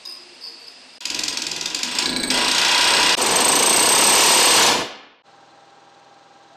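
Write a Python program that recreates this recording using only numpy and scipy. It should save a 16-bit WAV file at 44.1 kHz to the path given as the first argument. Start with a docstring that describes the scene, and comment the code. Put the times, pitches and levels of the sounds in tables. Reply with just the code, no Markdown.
"""A pneumatic rivet gun drives rivets into an aircraft's aluminium skin in a hangar.
Each piston blow cracks on the rivet, rings the steel set and shakes the skin.
Four parts, joined by brief fades: loose steel parts jingle; the gun stutters and speeds up a few
metres off; it hammers close by with a shrill ring and stops; an air compressor throbs faintly."""
import sys
import numpy as np
from scipy import signal
from scipy.fft import rfft, irfft
from scipy.io import wavfile
from scipy.ndimage import uniform_filter1d, minimum_filter1d

SR = 44100
rng = np.random.default_rng(int(sys.argv[2]) if len(sys.argv) > 2 else 0)


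def pcm_store(signal):
    """Save signal as 16-bit PCM."""
    levels = np.round(np.clip(np.atleast_2d(signal), -1, 1) * 32767)
    wavfile.write(sys.argv[1], SR, levels.astype(np.int16).T)


N = 289602
TIME_S = np.arange(N) / SR
FREQ_HZ = np.fft.rfftfreq(N, 1 / SR)

# scene parts: start_s, end_s, fade_in_s
PARTS = [(-.01, .985, .005), (1.003, 3.154, .006), (3.165, 5.223, .02), (5.232, 6.6, .04)]
# hangar reverb: freq_hz, t60_s
HANGAR_DECAY = [(100, 0.8), (500, 0.82), (2000, 0.91), (5000, 0.6), (9000, 0.28), (14000, 0.18)]
# stereo width: freq_hz, side_db
WIDTH = [(60, -28), (200, -45), (600, -45), (1200, -37), (2200, -28), (9000, -28), (13000, -24)]
# room tone: freq_hz, density_db
AIR_SPECTRUM = [(15, -58), (25, -23), (119, -16.5), (326, -8), (485, -7.5), (666, -3), (1260, -8),
                (2640, -5.5), (3180, -6.5), (4850, -4.5), (6670, -15.5), (8470, -13), (11000, -30),
                (12600, -45), (14000, -55)]
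# its resonances: freq_hz, width_hz, lift_db
AIR_PEAKS = [(256, 64, 8.5), (490, 60, 2.5), (1040, 28, -3), (2690, 240, 6), (4530, 150, 7), (4970, 42, 14)]

# first knock of the steel parts: freq_hz, level_db, t60_s
FIRST_KNOCK_MODES = [(3710, -37.5, .09), (3900, -39, .09), (5430, -38, 0.055), (6420, -41, 0.071),
                     (6700, -45, .06)]
# shakes of the parts: start_s, length_s, clink_db, scrape_db, pitch_hz
SHAKES = [(0.052, .1, -25, -41, 4975), (0.202, 0.022, -43, -48, 4950), (0.341, 0.014, -40, -39, 4940),
          (0.411, 0.092, -36, -39, 4980), (0.413, .14, -37, -42, 4550), (0.598, .06, -39, -47, 4580),
          (0.669, 0.04, -36, -44, 4990), (.68, .03, -47, -47, 4500), (0.929, 0.042, -45, -50, 4985)]
# one clink: pitch_ratio, level_db, t60_s
CLINK_MODES = [(1, -6.5, 0.14), (.92, -34, 0.052), (.76, -24, 0.051), (1.7, -31, 0.045), (1.79, -19, 0.081),
               (2.53, -24, 0.057), (.213, -24, 0.15)]
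# low tones: peak_s, pitch_hz, level_db, rise_s, fall_s
HUMS = [(.09, 355, -55, 0.035, 0.046), (.29, 355, -51, 0.12, .08), (.47, 465, -51, 0.044, 0.07),
        (0.539, 342, -55, 0.033, 0.038), (.655, 465, -53, 0.036, .05), (.86, 252, -61, .06, .1),
        (6.53, 671, -55, 0.055, 0.068)]

# piston speed: time_s, rate_hz
FAR_RATE = [(1.0068, 20.5), (1.1704, 22.66), (1.5218, 20.59), (1.7959, 23.31), (2.0459, 28.81),
            (2.3138, 27.97), (2.9395, 32.28), (3.14, 31.31)]
NEAR_RATE = [(3.08, 22.11), (3.2, 22.32), (3.35, 20.18), (3.45, 26.48), (3.7, 29.47), (3.95, 33.49),
             (4.15, 36.14), (4.35, 36.45), (4.58, 35.89), (4.66, 22.83), (4.82, 22.9)]
# blow strength: time_s, force_db, crack_db, set_ring_db, boom_db (far only)
FAR_DRIVE = [(1.0, -18, -22, -67, -53), (1.12, -13.5, -24, -69, -33), (1.27, -14.5, -19.5, -35, -42),
             (1.45, -15.5, -25, -47, -37), (1.66, -15.5, -24, -78, -38.5), (1.71, -15, -27, -65, -39.5),
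             (1.89, -11, -32, -37, -41), (2.02, -4, -23.5, -37.5, -27), (2.28, -6, -36.5, -27.5, -27),
             (2.32, -1.5, -27.5, -31.5, -25), (2.49, -4.5, -23, -29.5, -30.5),
             (2.62, -0.5, -20, -40, -34.5), (2.92, 0.5, -19.5, -24.5, -27), (3.13, -0.5, -20, -32, -28.5)]
NEAR_DRIVE = [(3.17, -9.5, -33.5, -27.5), (3.4, -5.5, -31.5, -23), (3.55, -7, -27, -20),
              (3.9, -5, -27.5, -18.5), (4.25, 0.5, -22.5, -20), (4.5, 3, -25.5, -17.5),
              (4.67, -1, -28, -37.5), (4.74, -13, -71, -76), (4.81, -17, -53, -66)]
# square or glancing blows: time_s, accent_db
ACCENTS = [(1.006, -14), (1.0544, 0.5), (1.1011, 0), (1.146, -0.5), (1.1909, 1), (1.2355, 0),
           (1.2813, -0.5), (1.327, -7.5), (1.3724, 0), (1.4198, 1.5), (1.467, 1.5), (1.5147, 0.5),
           (1.5628, -1), (1.611, 0.5), (1.6579, 1), (1.701, -5), (1.7467, 8), (1.8318, 10.5), (1.9865, 8),
           (2.057, 8), (2.092, 4.5), (2.127, -11), (2.162, 8.5), (2.198, -9), (2.2315, 12.5), (2.269, -8),
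           (2.303, 14), (2.339, -1), (2.374, 1), (2.41, -3), (2.445, -1), (2.48, 3), (2.513, 4.5),
           (2.581, 5.5)]
# skin and crack noise: freq_hz, density_db
FAR_SKIN_SPECTRUM = [(30, -18), (100, -20.5), (170, -12.5), (300, -11), (600, -1.5), (1300, 2.5), (2000, 3),
                     (3000, 4), (4800, 3), (6500, -6), (8600, -5.5), (10000, -17), (12500, -17.5),
                     (15000, -58)]
NEAR_SKIN_SPECTRUM = [(30, -22.5), (100, -16), (220, -3.5), (400, 0.5), (750, 3), (1400, -0.5), (2700, 1.5),
                      (5000, 1.5), (6800, -3.5), (8600, -9), (9400, -7.5), (10200, -12), (11000, -36.5),
                      (12200, -8), (13500, -42.5), (15000, -69.5)]
CRACK_SPECTRUM = [(100, -44.5), (1500, -13), (2500, -8), (4000, -1.5), (5500, -2), (7000, 0), (8000, -7),
                  (10500, -18.5), (12500, -17), (14000, -49.5), (15000, -70)]
# their resonances: freq_hz, width_hz, lift_db
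FAR_SKIN_PEAKS = [(248, 31, 5), (340, 66, 5), (560, 48, 3), (820, 180, 3.5), (968, 107, 7), (1630, 60, 1),
                  (2710, 250, 6), (2807, 90, 6.5), (3240, 130, 7), (3570, 110, 5.5), (4090, 170, 2.5),
                  (4480, 60, 0), (5030, 213, -2), (5390, 150, 11)]
NEAR_SKIN_PEAKS = [(242, 45, 1.5), (488, 40, 3.5), (975, 300, 8), (2880, 200, 3.5), (4325, 60, 4),
                   (4810, 70, 3), (5927, 50, 5), (6720, 350, -2.5), (7030, 90, 6), (7800, 400, 4)]
FAR_CRACK_PEAKS = [(3560, 670, 5.5), (4840, 330, 7.5), (5670, 180, 6)]
NEAR_CRACK_PEAKS = [(2260, 390, 15), (4470, 110, 5.3), (5790, 160, 5.4), (6180, 280, 7.1), (10710, 720, 16),
                    (12010, 480, 20.3)]
# bucking bar and rivet set: freq_hz, level_db, t60_s
BAR_MODES = [(1655, -5, 0.16), (2260, 0.5, 0.057), (3990, 7.5, 0.052), (4310, -6, 0.043), (4420, 4, 0.064)]
SET_MODES = [(8228, 0, .085), (10900, -27, .08), (12136, -18, .08)]
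# piston and shank: freq_hz, far_db, near_db, delay_s, rise_s, db_per_force_db
SHANK_PINGS = [(2542, -3, -6, -.002, 0.0012, 0), (4427, -5.5, -4, .003, 0.0021, 0),
               (4870, 2, -4.5, -.0003, 0.0016, .2), (5300, -8.5, -14, .0003, .0012, -.2),
               (6260, -15, 4.5, .0005, 0.0011, -0.2), (7180, -15.5, -6, .0005, .0009, -0.5)]
# panel under changing bar pressure: time_s, pitch_hz, drum_db, bulge_db
PANEL_TRACK = [(1.0, 258, -52, -72), (1.08, 275, -35, -59), (1.18, 306, -30.5, -52),
               (1.39, 261, -32.5, -55), (1.46, 369, -38, -38), (1.66, 367, -37.5, -37),
               (1.71, 293, -29, -54), (1.8, 290, -40, -53), (1.84, 241, -27.5, -50), (1.98, 259, -33, -46),
               (2.1, 256.5, -20.5, -31), (2.3, 253, -21.5, -43), (2.5, 259, -28.5, -37),
               (2.6, 261, -52, -58), (2.9, 303, -37, -43), (3.13, 258, -38, -43)]
# panel drum: pitch_ratio, level_db, t60_s
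DRUM_MODES = [(1, 0, 0.17), (1.17, -13, .1), (.88, -7.5, 0.17)]
# clearest skin modes: freq_hz, far_db, near_db, t60_s
SKIN_MODES = [(493, -15, -.5, .13), (972, -1, 5, .11), (1641, -2.5, -17, .2), (1994, -14, -18, .14),
              (2390, -14, -3.5, .12), (2600, 1, -12.5, .13), (2768, -11, -2.5, .15), (2848, -2, -8, .16),
              (3106, -20, -4.5, .14), (3192, -4, -14, .14), (3290, -9, -8.5, .15), (3435, 0, -12.5, .15),
              (3555, -8, -14, .15), (3597, -10, -4.5, 0.26), (3914, -5, -8.5, .16), (4070, -6, -14, .14),
              (4323, -13, -2.5, .11), (4414, -9, -6, .13), (4790, -6, -3, 0.1), (4856, -5, -11.5, .13),
              (5173, -16, -6, .13), (5426, -7, -6.5, 0.13), (5927, -16, -3, .14), (6352, -20, -7.5, .14),
              (7031, -26, -2, 0.18)]
# whole fuselage, colouring the reverb: freq_hz, width_hz, lift_db
FUSELAGE_PEAKS = [(90, 150, -7), (320, 140, -3), (970, 250, -5), (1900, 400, -2), (3400, 700, 2)]

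# compressor chug and valve puff: freq_hz, density_db
CHUG_SPECTRUM = [(30, -29), (70, -28), (120, -18), (300, -1), (600, -2), (900, 0), (1350, -4.5),
                 (2000, -12), (2900, -12), (4100, -11.5), (5400, -18), (6500, -19), (8500, -26.5),
                 (10000, -47.2)]
VALVE_SPECTRUM = [(2500, -23), (3600, -9), (4030, 2), (4400, -7), (5200, -17), (6400, -9), (7200, -23),
                  (8600, -16.5), (10000, -45)]
# intake pipe: freq_hz, level_db, t60_s
PIPE_MODES = [(803.4, 3.5, 0.22), (910, -8, 0.11), (1324, -3.5, 0.14), (1600, -7, 0.17), (122, -18, 0.28),
              (159.4, -14, 0.32), (335, -10, .13), (550, -16, .15), (573, -5.5, 0.14), (1010, -25, 0.1)]


def amp(db):
    """Decibels to gain."""
    return 10 ** (np.asarray(db) / 20)


def unit_rms(x):
    """Scale to mean power 1."""
    return x / np.sqrt(np.mean(x ** 2) + 1e-20)


def unit_energy(x):
    """Scale to total energy 1."""
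    return x / (np.linalg.norm(x) + 1e-20)


def interp_log(points, hz):
    """Interpolate a table over log frequency."""
    points_hz, values = np.transpose(points)
    return np.interp(np.log(hz + 1), np.log(points_hz + 1), values)


def lift_db(peaks, hz):
    """Summed lift of a set of resonances."""
    return sum(db / (1 + (2 * (hz - peak_hz) / width_hz) ** 2) for peak_hz, width_hz, db in peaks)


def colour(spectrum, peaks=(), hz=FREQ_HZ):
    """Gain of a smooth spectrum plus resonances."""
    return amp(interp_log(spectrum, hz) + lift_db(peaks, hz))


def noise(spectrum, peaks=()):
    """Steady coloured noise, RMS 1."""
    return unit_rms(irfft(rfft(rng.standard_normal(N)) * colour(spectrum, peaks), N))


def add(mix, start_s, sound):
    """Mix a sound in, in place."""
    part = mix[max(round(start_s * SR), 0):][:len(sound)]
    part += sound[:len(part)]


def ring(modes, t, start_s=0, scatter_cycles=1):
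    """Decaying sines of one strike; start_s and low scatter keep successive strikes in phase."""
    return sum(amp(db - 60 * t / t60_s)
               * np.sin(2 * np.pi * (hz * (start_s + t) + scatter_cycles * rng.random()))
               for hz, db, t60_s in modes)


def chatter(x, depth):
    """Loose metal contact: fast, uneven flutter on a ring."""
    flutter = noise([(80, -2.0), (400, -7.5), (1500, -41.5)])
    return x * (1 + depth * flutter) / np.sqrt(1 + depth ** 2)


def hangar(x, wet_db, peaks=()):
    """Add a diffuse tail; treble dies first."""
    hz, t, bins = signal.stft(rng.standard_normal(SR * 3 // 2), SR, nperseg=256)
    decay = amp(-60 * t / interp_log(HANGAR_DECAY, hz)[:, None])
    tail = signal.istft(bins * decay * np.minimum(t / 0.032, 1), SR, nperseg=256)[1]
    tail = irfft(rfft(unit_energy(tail), N) * amp(lift_db(peaks, FREQ_HZ)), N)[:len(tail)]
    return x + amp(wet_db) * signal.fftconvolve(x, tail)[:N]


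def hangar_air():
    """Steady, faint room tone."""
    return amp(-45.5) * noise(AIR_SPECTRUM, AIR_PEAKS)


def scrape(length_s, pitch_hz, width_hz=180, sag_hz_per_s=400):
    """Steel on steel: a narrow noise squeal that sags as the slide slows."""
    t = TIME_S[:int((length_s + .02) * SR)]
    pole = np.exp(-np.pi * width_hz / SR)
    grit = signal.lfilter([1], np.poly([pole, pole]), rng.standard_normal((2, SR // 2)))[:, -len(t):]
    phase = 2 * np.pi * np.cumsum(pitch_hz - sag_hz_per_s * (t - length_s / 2)) / SR
    squeal = unit_rms(grit[0] * np.cos(phase) + grit[1] * np.sin(phase))
    return squeal * np.clip(t / 0.0031, 0, 1) * np.clip((t[-1] - t) / 0.051, 0, 1)


def jingle(mean_gap_s=.013, detune=0.007, fade_db=-6):
    """Small steel parts knock, scrape and clink; each clink bounces twice."""
    out, t = np.zeros(N), TIME_S[:SR // 8]
    add(out, SHAKES[0][0], np.minimum(t / 0.0012, 1) * ring(FIRST_KNOCK_MODES, t))
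    attack = np.minimum(t / 0.00079, 1)
    for start_s, length_s, clink_db, scrape_db, pitch_hz in SHAKES:
        add(out, start_s, amp(scrape_db) * scrape(length_s, pitch_hz))
        draws = rng.random((32, 4))  # per clink: gap, detune, two bounces
        ages_s = np.r_[0, np.cumsum(mean_gap_s * (.5 + draws[:, 0]))]
        for age_s, draw in zip(ages_s[ages_s < length_s], draws):
            hz = pitch_hz * (1 + detune * (2 * draw[1] - 1))
            modes = [(hz * ratio, db, t60_s) for ratio, db, t60_s in CLINK_MODES]
            level_db = clink_db + fade_db * age_s / length_s
            delays_s = np.r_[0, np.cumsum(.005 + .012 * draw[2:])]
            for delay_s, drop_db in zip(delays_s, (0, -7, -11)):
                add(out, start_s + age_s + delay_s, amp(level_db + drop_db) * attack * ring(modes, t))
    return hangar(chatter(out, depth=0.35), wet_db=-9.5)


def hums():
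    """Faint low tones swell, waver and fade."""
    tones = np.zeros(N)
    for peak_s, hz, db, rise_s, fall_s in HUMS:
        swell = np.exp(-((TIME_S - peak_s) / np.where(TIME_S < peak_s, rise_s, fall_s)) ** 2)
        tones += amp(db) * swell * np.sin(2 * np.pi * hz * TIME_S)
    waver = noise([(20, 0), (40, -12), (120, -60), (1000, -100)])
    return tones * (1 + 0.43 * waver)


def blow_times(rate):
    """The piston lands once per cycle of its speed curve."""
    points_s, rate_hz = np.transpose(rate)
    t = TIME_S[(TIME_S >= points_s[0]) & (TIME_S <= points_s[-1])]
    cycles = np.cumsum(np.interp(t, points_s, rate_hz)) / SR
    return np.interp(np.arange(int(cycles[-1]) + 1), cycles, t)


def follow(curves, times_s):
    """Each curve's value at each blow."""
    points_s, *columns = np.transpose(curves)
    return [np.interp(times_s, points_s, column) for column in columns]


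def uneven(rows_db, spread_db):
    """No two blows land alike: jitter each row of levels."""
    return rows_db + spread_db * rng.standard_normal(np.shape(rows_db)[::-1]).T


def skin_roar(times_s, bands_db, spectrum, peaks, t60s_s, lag_s, repeat_share):
    """Dense panel modes as noise, part repeating, part new each blow. Bands: boom, clang, rattle."""
    size = 2 ** 15
    t, hz = TIME_S[:size], np.fft.rfftfreq(size, 1 / SR)
    below_400, below_2000 = [1 / (1 + (hz / edge_hz) ** 8) for edge_hz in (400, 2000)]
    shares = below_400, below_2000 * (1 - below_400), 1 - below_2000
    delays_s = lag_s, lag_s, 0  # low bending waves travel slower
    repeating = np.sqrt(repeat_share) * rng.standard_normal(size)
    loose = np.sqrt(1 - repeat_share) * rng.standard_normal((len(times_s), size))
    spectra = rfft(repeating + loose) * colour(spectrum, peaks, hz)
    attack = 1 - np.exp(-t / 0.0062)
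    out = np.zeros(N)
    for share, levels_db, t60_s, delay_s in zip(shares, bands_db, t60s_s, delays_s):
        tails = irfft(spectra * np.sqrt(share)) * amp(-60 * t / t60_s) * attack
        for at_s, gap_s, db, tail in zip(times_s, np.gradient(times_s), levels_db, tails):
            add(out, at_s + delay_s, amp(db) * np.sqrt(gap_s * SR) * unit_energy(tail))
    return out


def bucking_bar(times_s, levels_db):
    """The steel bar behind the rivet rings at each blow."""
    out, t = np.zeros(N), TIME_S[:SR // 4]
    for at_s, db in zip(times_s, levels_db):
        add(out, at_s, amp(db) * np.minimum(t / 0.0025, 1) * ring(BAR_MODES, t, scatter_cycles=0.36))
    return chatter(out, depth=0.81)


def rivet_set(times_s, levels_db, rise_s):
    """The steel set rings until the piston lands on it again."""
    out, t = np.zeros(N), TIME_S[:SR // 10]
    gaps_s = np.diff(times_s, append=times_s[-1] + .05)
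    for at_s, db, gap_s in zip(times_s, levels_db, gaps_s):
        envelope = np.minimum(t / rise_s, 1) * np.clip((gap_s - t) / 0.0035, 0, 1)
        add(out, at_s, amp(db) * envelope * ring(SET_MODES, t, at_s, scatter_cycles=0.48))
    return chatter(out, depth=.6)


def cracks(times_s, levels_db, peaks, decay_s):
    """The set chatters on the rivet head: one short noise burst per blow."""
    envelope, t = np.zeros(N), TIME_S[:SR // 20]
    burst = (1 - np.exp(-t / 0.000067)) * np.exp(-(t / decay_s) ** 2)
    for at_s, db in zip(times_s, levels_db):
        add(envelope, at_s, amp(db) * burst)
    return envelope * noise(CRACK_SPECTRUM, peaks)


def slapback(x, echo_db=-6.5, delay_s=.009, t60_s=0.093):
    """Add a short echo cluster off the concrete floor and the wing."""
    t = TIME_S[:SR // 12]
    cluster = rng.standard_normal(len(t)) * np.clip((t - delay_s) / .002, 0, 1) * amp(-60 * t / t60_s)
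    return x + amp(echo_db) * signal.fftconvolve(x, unit_energy(cluster))[:N]


def shank_pings(times_s, levels_db, force_db, near):
    """Piston meets shank: the same run of short high pings at every blow."""
    out, t = np.zeros(N), TIME_S[:SR // 30]
    for hz, far_db, near_db, delay_s, rise_s, growth in SHANK_PINGS:
        ping = t / rise_s * np.exp(1 - t / rise_s) * np.sin(2 * np.pi * hz * t)
        for at_s, db in zip(times_s, levels_db + growth * force_db):
            add(out, at_s + delay_s, amp(db + (near_db if near else far_db)) * ping)
    return out


def panel_drum(times_s, accents_db, bulge_hz=162.3, bulge_t60_s=0.17, rise_s=0.0071):
    """Each blow drums the panel and bulges the whole sheet."""
    out, t = np.zeros(N), TIME_S[:SR // 4]
    attack = 1 - np.exp(-(t / rise_s) ** 2)
    track = follow(PANEL_TRACK, times_s)
    for at_s, accent_db, pitch_hz, drum_db, bulge_db in zip(times_s, accents_db, *track):
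        modes = [(pitch_hz * ratio, drum_db + db, t60_s) for ratio, db, t60_s in DRUM_MODES]
        modes.append((bulge_hz, bulge_db, bulge_t60_s))
        add(out, at_s, amp(accent_db) * attack * ring(modes, t, scatter_cycles=.08))
    return chatter(out, depth=0.18)


def skin_ring(times_s, levels_db, near):
    """The sheet's clearest modes, struck afresh by each blow."""
    out, t = np.zeros(N), TIME_S[:SR // 7]
    modes = [(hz, near_db if near else far_db, t60_s) for hz, far_db, near_db, t60_s in SKIN_MODES]
    for at_s, db in zip(times_s, levels_db):
        add(out, at_s, amp(db) * np.minimum(t / 0.0046, 1) * ring(modes, t, scatter_cycles=0.57))
    return chatter(out, depth=.35)


def gun_far(seat_start_s=2.002, seat_ramp_s=0.026, seat_end_s=2.29):
    """Gun at a few metres: sharp cracks over the ringing fuselage."""
    times_s = blow_times(FAR_RATE)
    force_db, crack_db, set_db, boom_db = follow(FAR_DRIVE, times_s)
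    accent_db = np.zeros(len(times_s))
    for at_s, db in ACCENTS:
        nearest = np.argmin(abs(times_s - at_s))
        times_s[nearest], accent_db[nearest] = at_s, db
    # bar briefly tight on the rivet: the rattle drops, the drumming stays
    seated = np.clip((times_s - seat_start_s) / seat_ramp_s, 0, 1) * (times_s < seat_end_s)
    crack_db += accent_db - 5.5 * seated
    set_db += 0.28 * accent_db
    crack_db, set_db = uneven((crack_db, set_db), spread_db=0.9)
    clang_db = 1.28 * force_db - 14 * seated - 24
    rattle_db = force_db - 21 * seated - 20.5
    out = skin_roar(times_s, (boom_db - 6.5, clang_db, rattle_db), FAR_SKIN_SPECTRUM, FAR_SKIN_PEAKS,
                    t60s_s=(.36, .42, .3), lag_s=0.002042, repeat_share=0.45)
    out += bucking_bar(times_s, 0.93 * force_db + 4 * seated + 0.41 * accent_db - 24.5)
    out += rivet_set(times_s, set_db + 12.5, rise_s=.009)
    out += slapback(cracks(times_s, crack_db + 3, FAR_CRACK_PEAKS, decay_s=0.0065))
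    out += shank_pings(times_s, crack_db - 12 * seated + 2, force_db, near=False)
    out += panel_drum(times_s, 0.28 * accent_db)
    out += skin_ring(times_s, 0.91 * force_db - 29 * seated - 28, near=False)
    return hangar(out, wet_db=-9)


def gun_near(bounce_gap_s=.042):
    """Gun close by, already running: dense skin roar, shrill set."""
    times_s = blow_times(NEAR_RATE)
    force_db, crack_db, set_db = follow(NEAR_DRIVE, times_s)
    crack_db, set_db = uneven((crack_db, set_db), spread_db=1.35)
    # between slow blows the bar bounces back onto the skin
    gaps_s = np.diff(times_s)
    bounces_s = (times_s[:-1] + gaps_s / 2)[gaps_s > bounce_gap_s]
    knocks_s = np.sort(np.r_[times_s, bounces_s])
    knock_db = follow(NEAR_DRIVE, knocks_s)[0]
    bands_db = 0.11 * knock_db - 29, 0.68 * knock_db - 18.7, knock_db - 15.7
    out = skin_roar(knocks_s, bands_db, NEAR_SKIN_SPECTRUM, NEAR_SKIN_PEAKS,
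                    t60s_s=(.19, .105, .24), lag_s=.011, repeat_share=0.3)
    out += skin_ring(knocks_s, 0.79 * knock_db - 23, near=True)
    out += rivet_set(times_s, set_db + 16, rise_s=0.0097)
    out += cracks(times_s, crack_db + 9, NEAR_CRACK_PEAKS, decay_s=0.011)
    out += shank_pings(times_s, crack_db + 7, force_db, near=True)
    return hangar(out, wet_db=-14, peaks=FUSELAGE_PEAKS)


def compressor(stroke_hz=20.472, steady_from_s=4.3, valve_lag_s=0.037, puff_s=0.0097):
    """Each piston stroke chugs, rings the intake pipe and puffs a valve, over a steady hiss."""
    strokes_s = np.arange(steady_from_s - 12 / stroke_hz, TIME_S[-1], 1 / stroke_hz)
    strokes = np.zeros(N)
    strokes[(strokes_s * SR).astype(int)] = 1
    t, steady = TIME_S[:SR // 2], TIME_S > steady_from_s
    chug_envelope = amp(-60 * t / 1.1) * (1 - np.exp(-(t / 0.0082) ** 2))
    chug = signal.fftconvolve(strokes, noise(CHUG_SPECTRUM)[:len(t)] * chug_envelope)[:N]
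    pipe = signal.fftconvolve(strokes, ring(PIPE_MODES, t) * (1 - np.exp(-(t / 0.0035) ** 2)))[:N]
    hiss = amp(-54) * noise(CHUG_SPECTRUM)
    puffs = signal.fftconvolve(strokes, np.exp(-((t - valve_lag_s) / puff_s) ** 2))[:N]
    valve = amp(-60) * puffs * noise(VALVE_SPECTRUM)
    return amp(-56) * chug / chug[steady].std() + amp(-52.8) * pipe / pipe[steady].std() + hiss + valve


def scene():
    """Four parts in turn over the hums; near mono, slight width from early reflections."""
    mid = hums()
    sounds = jingle() + hangar_air(), gun_far(), gun_near(), compressor()
    for (start_s, end_s, fade_in_s), sound in zip(PARTS, sounds):
        fade_in = np.clip((TIME_S - start_s) / fade_in_s, 0, 1)
        fade_out = np.clip((end_s - TIME_S) / .002, 0, 1)
        mid += sound * fade_in * fade_out
    reflections = rfft(unit_energy(rng.standard_normal(SR // 50)), N)
    side = irfft(rfft(mid) * reflections * colour(WIDTH), N)
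    return np.array([mid + side, mid - side])


def record(dry, ceiling=.49, cutoff_hz=15600):
    """Fast peak limiter, then low-pass."""
    gain = np.minimum(1, ceiling / (abs(dry).max(0) + 1e-9))
    gain = uniform_filter1d(minimum_filter1d(gain, size=61), size=61)
    lowpass = signal.firwin(255, cutoff_hz, window=("kaiser", 9), fs=SR)
    return signal.oaconvolve(dry * gain, lowpass[None], "same")


dry = scene()
out = record(dry)
pcm_store(out)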